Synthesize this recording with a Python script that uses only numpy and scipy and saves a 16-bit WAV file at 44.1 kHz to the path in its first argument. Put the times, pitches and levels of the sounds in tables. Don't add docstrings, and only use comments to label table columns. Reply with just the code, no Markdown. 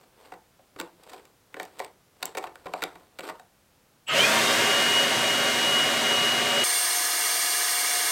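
import sys
import numpy as np
from scipy import signal
from scipy.fft import rfft, irfft, next_fast_len
from scipy.io import wavfile
from scipy.ndimage import uniform_filter1d

SR = 44100
rng = np.random.default_rng(int(sys.argv[2]) if len(sys.argv) > 2 else 0)


def inscribe(sig):
    pcm = np.round(np.clip(np.atleast_2d(sig).T, -1, 1) * 32767)
    wavfile.write(sys.argv[1], SR, pcm.astype(np.int16))


N = 357651


def undb(db):
    return 10 ** (np.asarray(db) / 20)


def unit(x):
    return x / np.sqrt(np.mean(x ** 2))


def bell(x, centre, width):
    return np.exp(-.5 * (2 * (x - centre) / width) ** 2)


def curve_db(rows, hz):
    f, db = np.transpose(rows)
    return np.interp(np.log(hz + 1), np.log(f), db)


def colour(x, db_at):
    size = next_fast_len(len(x))
    gain = undb(db_at(np.arange(size // 2 + 1) * SR / size))
    return unit(irfft(rfft(x, size) * gain, size)[:len(x)])


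def tilt(x, db_per_octave):
    return colour(x, lambda hz: db_per_octave * np.log2(np.clip(hz, 600, 7500) / 2600))


def wander(rate_hz, size):
    hold = int(SR / rate_hz)
    steps = np.repeat(rng.standard_normal(size // hold + 1), hold)
    return 1.21 * uniform_filter1d(steps, hold)[:size]


# (frequency [Hz], level [dB])
ROOM_TONE_EQ = [(15, -36), (25, -16), (116, -10), (246, -14), (433, -17), (509, -14), (552, -16),
                (970, -19), (1410, -20.5), (1710, -23), (15500, -31)]

def room_tone(t, level_db=-63):
    return undb(level_db) * colour(rng.standard_normal(len(t)), lambda hz: curve_db(ROOM_TONE_EQ, hz))


# (centre [Hz], t60 [s], level [dB])
REVERB_BANDS = [(174, 0.65, -5.5), (400, 0.19, -0.5), (915, 0.27, -3.5), (2390, .22, -13),
                (7460, 0.18, -15), (15000, .13, -27)]

def hallway(x, build_s=0.0033):
    t = np.arange(SR // 2) / SR
    centres, tail = np.log([row[0] for row in REVERB_BANDS]), 0
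    log_hz = np.log(1 + np.arange(len(t) // 2 + 1) * SR / len(t))
    for (hz, t60, db), share in zip(REVERB_BANDS, np.eye(len(REVERB_BANDS))):
        envelope = np.exp(-np.log(1000) * t / t60) * (1 - np.exp(-t / build_s))
        decay = unit(rng.standard_normal(len(t)) * envelope)
        crossover = np.sqrt(np.interp(log_hz, centres, share))
        tail = tail + undb(db) * irfft(rfft(decay) * crossover, len(t))
    return x + signal.fftconvolve(x, tail / np.sqrt(len(t)))[:N]


# (time of firmest grip [s], level [dB], swell [s], fade [s])
TWISTS = [(0.0, -58, .05, 0.076), (.26, -53.5, 0.075, .07), (.81, -48, .016, .05),
          (1.14, -46.5, 0.078, 0.057), (1.62, -45, 0.041, 0.048), (1.825, -43.5, 0.048, 0.028),
          (2.27, -45.5, 0.04, 0.036), (2.44, -46.5, 0.073, 0.038), (2.8, -48, 0.13, .135),
          (3.256, -38, 0.029, .045)]

def grip():
    t = np.arange(N) / SR
    return np.max([undb(db) * np.exp(-np.maximum((s - t) / swell, (t - s) / fade))
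                   for s, db, swell, fade in TWISTS], axis=0)


# (frequency [Hz], level [dB])
RUB_EQ = [(100, -32), (350, 7.5), (900, 3.5), (2000, -4.5), (4500, -8.5), (6500, -20), (8200, -9.5),
          (10500, -25), (13000, -15), (16000, -34)]

def rubbing(grain_db=4.0):
    grains = rng.standard_normal(N) * undb(grain_db * wander(350, N))
    return colour(grains, lambda hz: curve_db(RUB_EQ, hz)) * grip()


# (frequency [Hz], level [dB], t60 [s])
NOZZLE_MODES = [(178.4, -18.5, 0.27), (289, -11.5, 0.054), (384, -8.5, 0.056), (446, -6.5, 0.043),
                (570, -4, 0.025), (732, -3, 0.036), (910, -1, 0.029), (1080, -0.5, 0.012), (1450, 2, 0.013),
                (1870, 2, 0.011), (2304, 2, 0.025), (2570, 1.5, 0.0074), (3840, 3, 0.0064),
                (4530, 1, 0.0043), (7550, 1, 0.0043), (8140, 0.5, 0.0069), (13600, -21, 0.012)]

def nozzle(push, ring_hz, crack_db=-6, ring_db=-11, favour_db=7, favour_octaves=0.18):
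    t = np.arange(SR // 4) / SR
    hz, db, t60 = np.transpose(NOZZLE_MODES)[:, :, None]
    db = db + favour_db * np.exp(-.5 * (np.log2(hz / ring_hz) / favour_octaves) ** 2)
    hz = hz * (1 + .015 * rng.standard_normal(hz.shape))
    modes = np.sin(2 * np.pi * hz * t) * np.exp(-np.log(1000) * t / t60)
    modes = modes / np.sqrt(np.sum(modes ** 2, axis=1, keepdims=True))
    polarity = (-1) ** np.arange(len(NOZZLE_MODES))
    response = polarity @ (undb(ring_db + db) * modes)
    response[0] += undb(crack_db)
    return signal.fftconvolve(push, response)


def thread_ticks(firm_grip_db=-49, top_per_s=60, level_db=-32, spread_db=4):
    per_s = top_per_s * np.clip(grip() / undb(firm_grip_db), 0, 1)
    pushes = (rng.random(N) < per_s / SR) * undb(level_db + spread_db * rng.standard_normal(N))
    bright = tilt(pushes, db_per_octave=4) * np.std(pushes)
    return nozzle(bright, ring_hz=7400)[:N]


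# (time [s], level [dB], lift of the upper modes [dB])
BUMPS = [(.335, -56, -2), (.803, -47.5, 12.5), (1.619, -54, 0), (2.23, -49, 3), (2.372, -48, -4),
         (2.666, -50, 2), (2.738, -56, 6), (2.822, -52, 9), (3.189, -50, 0), (3.291, -49, -2)]
# (frequency [Hz], level [dB], t60 [s])
TUBE_MODES = [(179, -1, 0.37), (285, -2.5, 0.14), (352, 1.5, .14)]

def tube_bumps(attack_s=.004):
    out, t = np.zeros(N), np.arange(SR // 2) / SR
    for s, db, lift_db in BUMPS:
        ring = 0
        for k, (hz, mode_db, t60) in enumerate(TUBE_MODES):
            mode = np.sin(2 * np.pi * hz * t) * np.exp(-np.log(1000) * t / t60)
            ring = ring + undb(mode_db + lift_db * (k > 0)) * mode
        start = int(s * SR)
        out[start:start + len(t)] += undb(db) * ring * (1 - np.exp(-t / attack_s))
    return out


# (time [s], relative level [dB], hardness [dB/octave], slip length [ms], favoured ring [Hz])
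CATCHES = [(0.319, -45.5, -7, 4, 804), (0.336, -49, -5, 4.4, 686), (0.590, -65.5, -10.5, 5, 340),
           (0.761, -49.5, -6.5, 2.1, 344), (0.785, -40, -3.5, 12, 340), (0.7991, -30.5, -3, 1.9, 298),
           (0.811, -36.5, -2.5, 2, 300), (1.034, -52, 0, 3.3, 400), (1.094, -47.5, 0, 6, 450),
           (1.132, -45, -1.5, 3.2, 786), (1.253, -56, 4, 0.93, 520), (1.542, -40.5, -5, 1.26, 1810),
           (1.567, -46.5, -8, 2.6, 1800), (1.598, -35, -4.5, 1.8, 1900), (1.63, -46, 1, 1.1, 450),
           (1.652, -50, 4, 0.9, 450), (1.786, -52, 7, 8.2, 2100), (1.7935, -36.5, -0.5, 1.1, 600),
           (1.8, -37.5, -5.5, 1.3, 2050), (1.846, -41, 0, 1, 910), (2.2267, -33.5, -1, 0.61, 3700),
           (2.229, -28.5, 1, 1.2, 3700), (2.255, -38, 7, 0.7, 7400), (2.349, -39, -4.5, 3.1, 2800),
           (2.37, -33, -4, 3.3, 400), (2.375, -34.5, -2, 4.1, 1100), (2.382, -35, -2, 1.7, 450),
           (2.425, -49, -4.5, 5, 690), (2.4394, -38, -5, 1.1, 794), (2.468, -44.5, -5.5, 6, 2420),
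           (2.556, -46.5, -2, 0.6, 1410), (2.656, -43, -6, 6.1, 520), (2.666, -41.5, -7, 3.4, 1010),
           (2.7362, -31.5, -6, 1.7, 1080), (2.8205, -30, -3.5, 1.6, 790), (2.826, -31.5, -2.5, 2.7, 1400),
           (2.837, -25.5, -1, 1.3, 690), (2.954, -48, -5.5, 3.6, 900), (3.187, -39.5, -4, 1.8, 2420),
           (3.192, -37.5, -2.5, 1.6, 600), (3.2065, -40, -1, 0.8, 7400), (3.288, -38, -4, 1.8, 1020),
           (3.295, -38, -4.5, 4.9, 1010), (3.395, -49.5, -2.5, 3.3, 780)]

def adapter_clicks(rise=0.58, fall=0.82):
    out, t = np.zeros(N), np.arange(2048) / SR
    lead = len(t) // 8
    chatters = rng.standard_normal((len(CATCHES), len(t)))
    for (s, db, hardness, slip_ms, ring_hz), chatter in zip(CATCHES, chatters):
        age = t * 1000 / max(slip_ms, .3)
        burst = chatter * (1 - np.exp(-age / rise)) * np.exp(-age / fall)
        burst = tilt(np.roll(burst, lead), hardness)
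        presence = np.abs(rfft(burst))[len(t) // 32:len(t) // 8]
        clack = nozzle(burst * undb(db + 24.5) / np.sqrt(np.mean(presence ** 2)), ring_hz)
        start = int(s * SR) - lead
        out[start:start + len(clack)] += clack
    return out


TRIGGER_S, FULL_SHAFT_HZ = 4.06, 239.7

def spin_up(age, pull_s=.045, settle_s=.157, settle_share=.45):
    age = np.maximum(age, 1 / SR)
    return 1 - settle_share * np.exp(-age / settle_s) - (1 - settle_share) * np.exp(-age / pull_s)


def motor_start(t):
    # (time [s], half length [s], centre [Hz], width [Hz], relative level [dB])
    bursts = [(4.084, 0.014, 9000, 12000, -45), (4.078, 0.03, 7900, 70, -39),
              (4.105, 0.016, 7400, 100, -39), (4.115, 0.022, 1265, 25, -22),
              (4.125, 0.062, 2890, 500, -24.5), (4.168, 0.034, 605, 130, -25)]
    out = 0
    for s, half_s, hz, width, db in bursts:
        band = colour(rng.standard_normal(SR), lambda f: -10 * np.log10(1 + (2 * (f - hz) / width) ** 4))
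        out = out + undb(db - 3.5) * np.exp(-((t - s) / half_s) ** 2) * np.resize(band, len(t))
    return out


# (time before speed-up [s], half length [s], shift [Hz])
SURGES = [(4.832, 0.21, 0.87), (4.986, 0.053, 1.23), (5.33, .08, 0.62), (5.676, 0.08, 0.91),
          (5.788, 0.068, 1.45), (6.121, 0.076, 1), (6.291, 0.092, 1.16), (6.612, 0.0737, 1.21),
          (6.81, 0.062, 0.78), (7.081, .26, 0.87), (7.999, 0.202, -.5)]
# (pitch [x shaft rate], base level [dB], swell [dB per Hz of surge], raggedness [factor])
BLADE_TONES = [(12, -30.5, 5.5, 0.67), (16, -42, -2, 1.8)]
# (tone [x shaft rate], centre [Hz], width [Hz], gain [dB])
HOUSING_EQ = [(12, 2440, 100, 11.5), (12, 2680, 245, -6), (12, 2850, 52, 1.5), (16, 2920, 710, 22.5),
              (16, 3717, 50, 8)]
# (pitch [x shaft rate], level [dB])
ROTOR_TONES = [(1, -42.5), (3, -41), (9, -54), (14, -50)]

def impeller(t, speed, waver=0.00058, flicker_db=0.5, ragged_db=5, db_per_doubling=13):
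    surge_hz = sum(shift * np.exp(-((t - s) / half_s) ** 2) for s, half_s, shift in SURGES)
    shaft_hz = FULL_SHAFT_HZ * speed + surge_hz
    angle = 2 * np.pi * np.cumsum(shaft_hz * (1 + waver * wander(40, len(t)))) / SR
    out = 0
    for order, base_db, swell, ragged in BLADE_TONES:
        unsettled = ragged * np.sqrt(np.maximum(1 - speed, 0))
        housing_db = sum(db * bell(order * shaft_hz, hz, width)
                         for tone, hz, width, db in HOUSING_EQ if tone == order)
        db = base_db + db_per_doubling * np.log2(speed) + swell * surge_hz + housing_db
        db = db + flicker_db * wander(22, len(t)) + ragged_db * unsettled * wander(200, len(t))
        out = out + undb(db) * np.sin(order * angle + unsettled * wander(250, len(t)))
    fade_in = (np.clip(shaft_hz / 165 - .3, 0, .7) / 0.71) ** 2
    for order, db in ROTOR_TONES:
        out = out + np.sin(order * angle) * undb(db + 1.8 * wander(6.6, len(t))) * fade_in
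    return np.sqrt(2) * out


# (frequency [Hz], relative level [dB])
AIR_EQ = [(45, -137), (72, -102), (95, -69), (200, -68), (550, -52.5), (1000, -59.5), (1900, -59.5),
          (3200, -61), (4200, -66), (6500, -68.5), (9000, -72), (10200, -78.5), (13000, -79.5),
          (15600, -89)]
# (centre [Hz], width [Hz], gain [dB])
TUBE_EQ = [(112,22,2.5), (133,6.1,-15.5), (149.6,33,6.5), (221.7,8.5,8), (321,8.2,-13.5), (335,6.7,5),
           (416.2,29.6,13), (442.8,75,-12.5), (497,6.7,-8), (532,19,-9.5), (600,19.2,-14), (695,44,-6),
           (765.7,16,7.5), (887,174,-11.5), (935.4,48,14), (1097,19,5), (1160,10.7,11), (1250,210,-3),
           (1409,25,6), (1548,11,7.5), (1660,7.3,7.5), (1747,24,-9), (1772,35,5), (1896,37,3),
           (2116,15,9.5), (2350,82,-2.5), (2715,220,-4.5), (2950,18,-10), (3360,39,-5)]
FLOW_DB, FLOW_DB_PER_DOUBLING, FIRST_GUST_DB, BACK_PRESSURE_S = -25, 9, 8, 0.55

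def air_rush(t, speed, flutter_db=-0.1, bass_lag_db=14, treble_lag_db=22, ripple_db=2.0):
    def tube_db(hz):
        ripple = np.interp(hz, np.linspace(0, SR / 2, 500), rng.standard_normal(500))
        ripple *= np.clip(hz / 1500 - 1, 0, 1)
        resonances = sum(db * bell(hz, centre, width) for centre, width, db in TUBE_EQ)
        return curve_db(AIR_EQ, hz) + ripple_db * ripple + resonances
    air = colour(rng.standard_normal(len(t)), tube_db)
    bass = signal.sosfiltfilt(signal.butter(2, 800, "low", fs=SR, output="sos"), air)
    treble = signal.sosfiltfilt(signal.butter(2, 4000, "high", fs=SR, output="sos"), air)
    bands = ((bass, bass_lag_db), (air - bass - treble, 0), (treble, treble_lag_db))
    slowness = np.clip(1.5 - speed / .5, 0, 2)
    flow = sum(band * undb(flutter_db * wander(18, len(t)) - lag * slowness) for band, lag in bands)
    gust = np.exp(-np.maximum(t - TRIGGER_S, 0) / BACK_PRESSURE_S)
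    return flow * undb(FLOW_DB + FLOW_DB_PER_DOUBLING * np.log2(speed) + FIRST_GUST_DB * gust)


def blower(t, attack_s=0.025):
    age = t - TRIGGER_S
    speed = spin_up(age)
    fade_in = np.clip(age / attack_s, 0, 1) ** 2
    return (air_rush(t, speed) + impeller(t, speed) + motor_start(t)) * fade_in


def scene(lapse_s=6.638, lapse_speed=3, lapse_db=-.5):
    cut = int(lapse_s * SR)
    t = np.arange(cut + (N - cut) * lapse_speed) / SR
    bed = blower(t) + room_tone(t)
    lapse = undb(lapse_db) * signal.resample_poly(bed[cut:], 1, lapse_speed)
    handling = hallway(adapter_clicks() + tube_bumps() + rubbing())
    mono = handling + np.concatenate([bed[:cut], lapse])
    return np.array([mono, mono])


def record(dry, top_hz=16000):
    return signal.sosfilt(signal.ellip(10, .1, 80, top_hz, fs=SR, output="sos"), dry)


dry = scene()
out = record(dry)
inscribe(out)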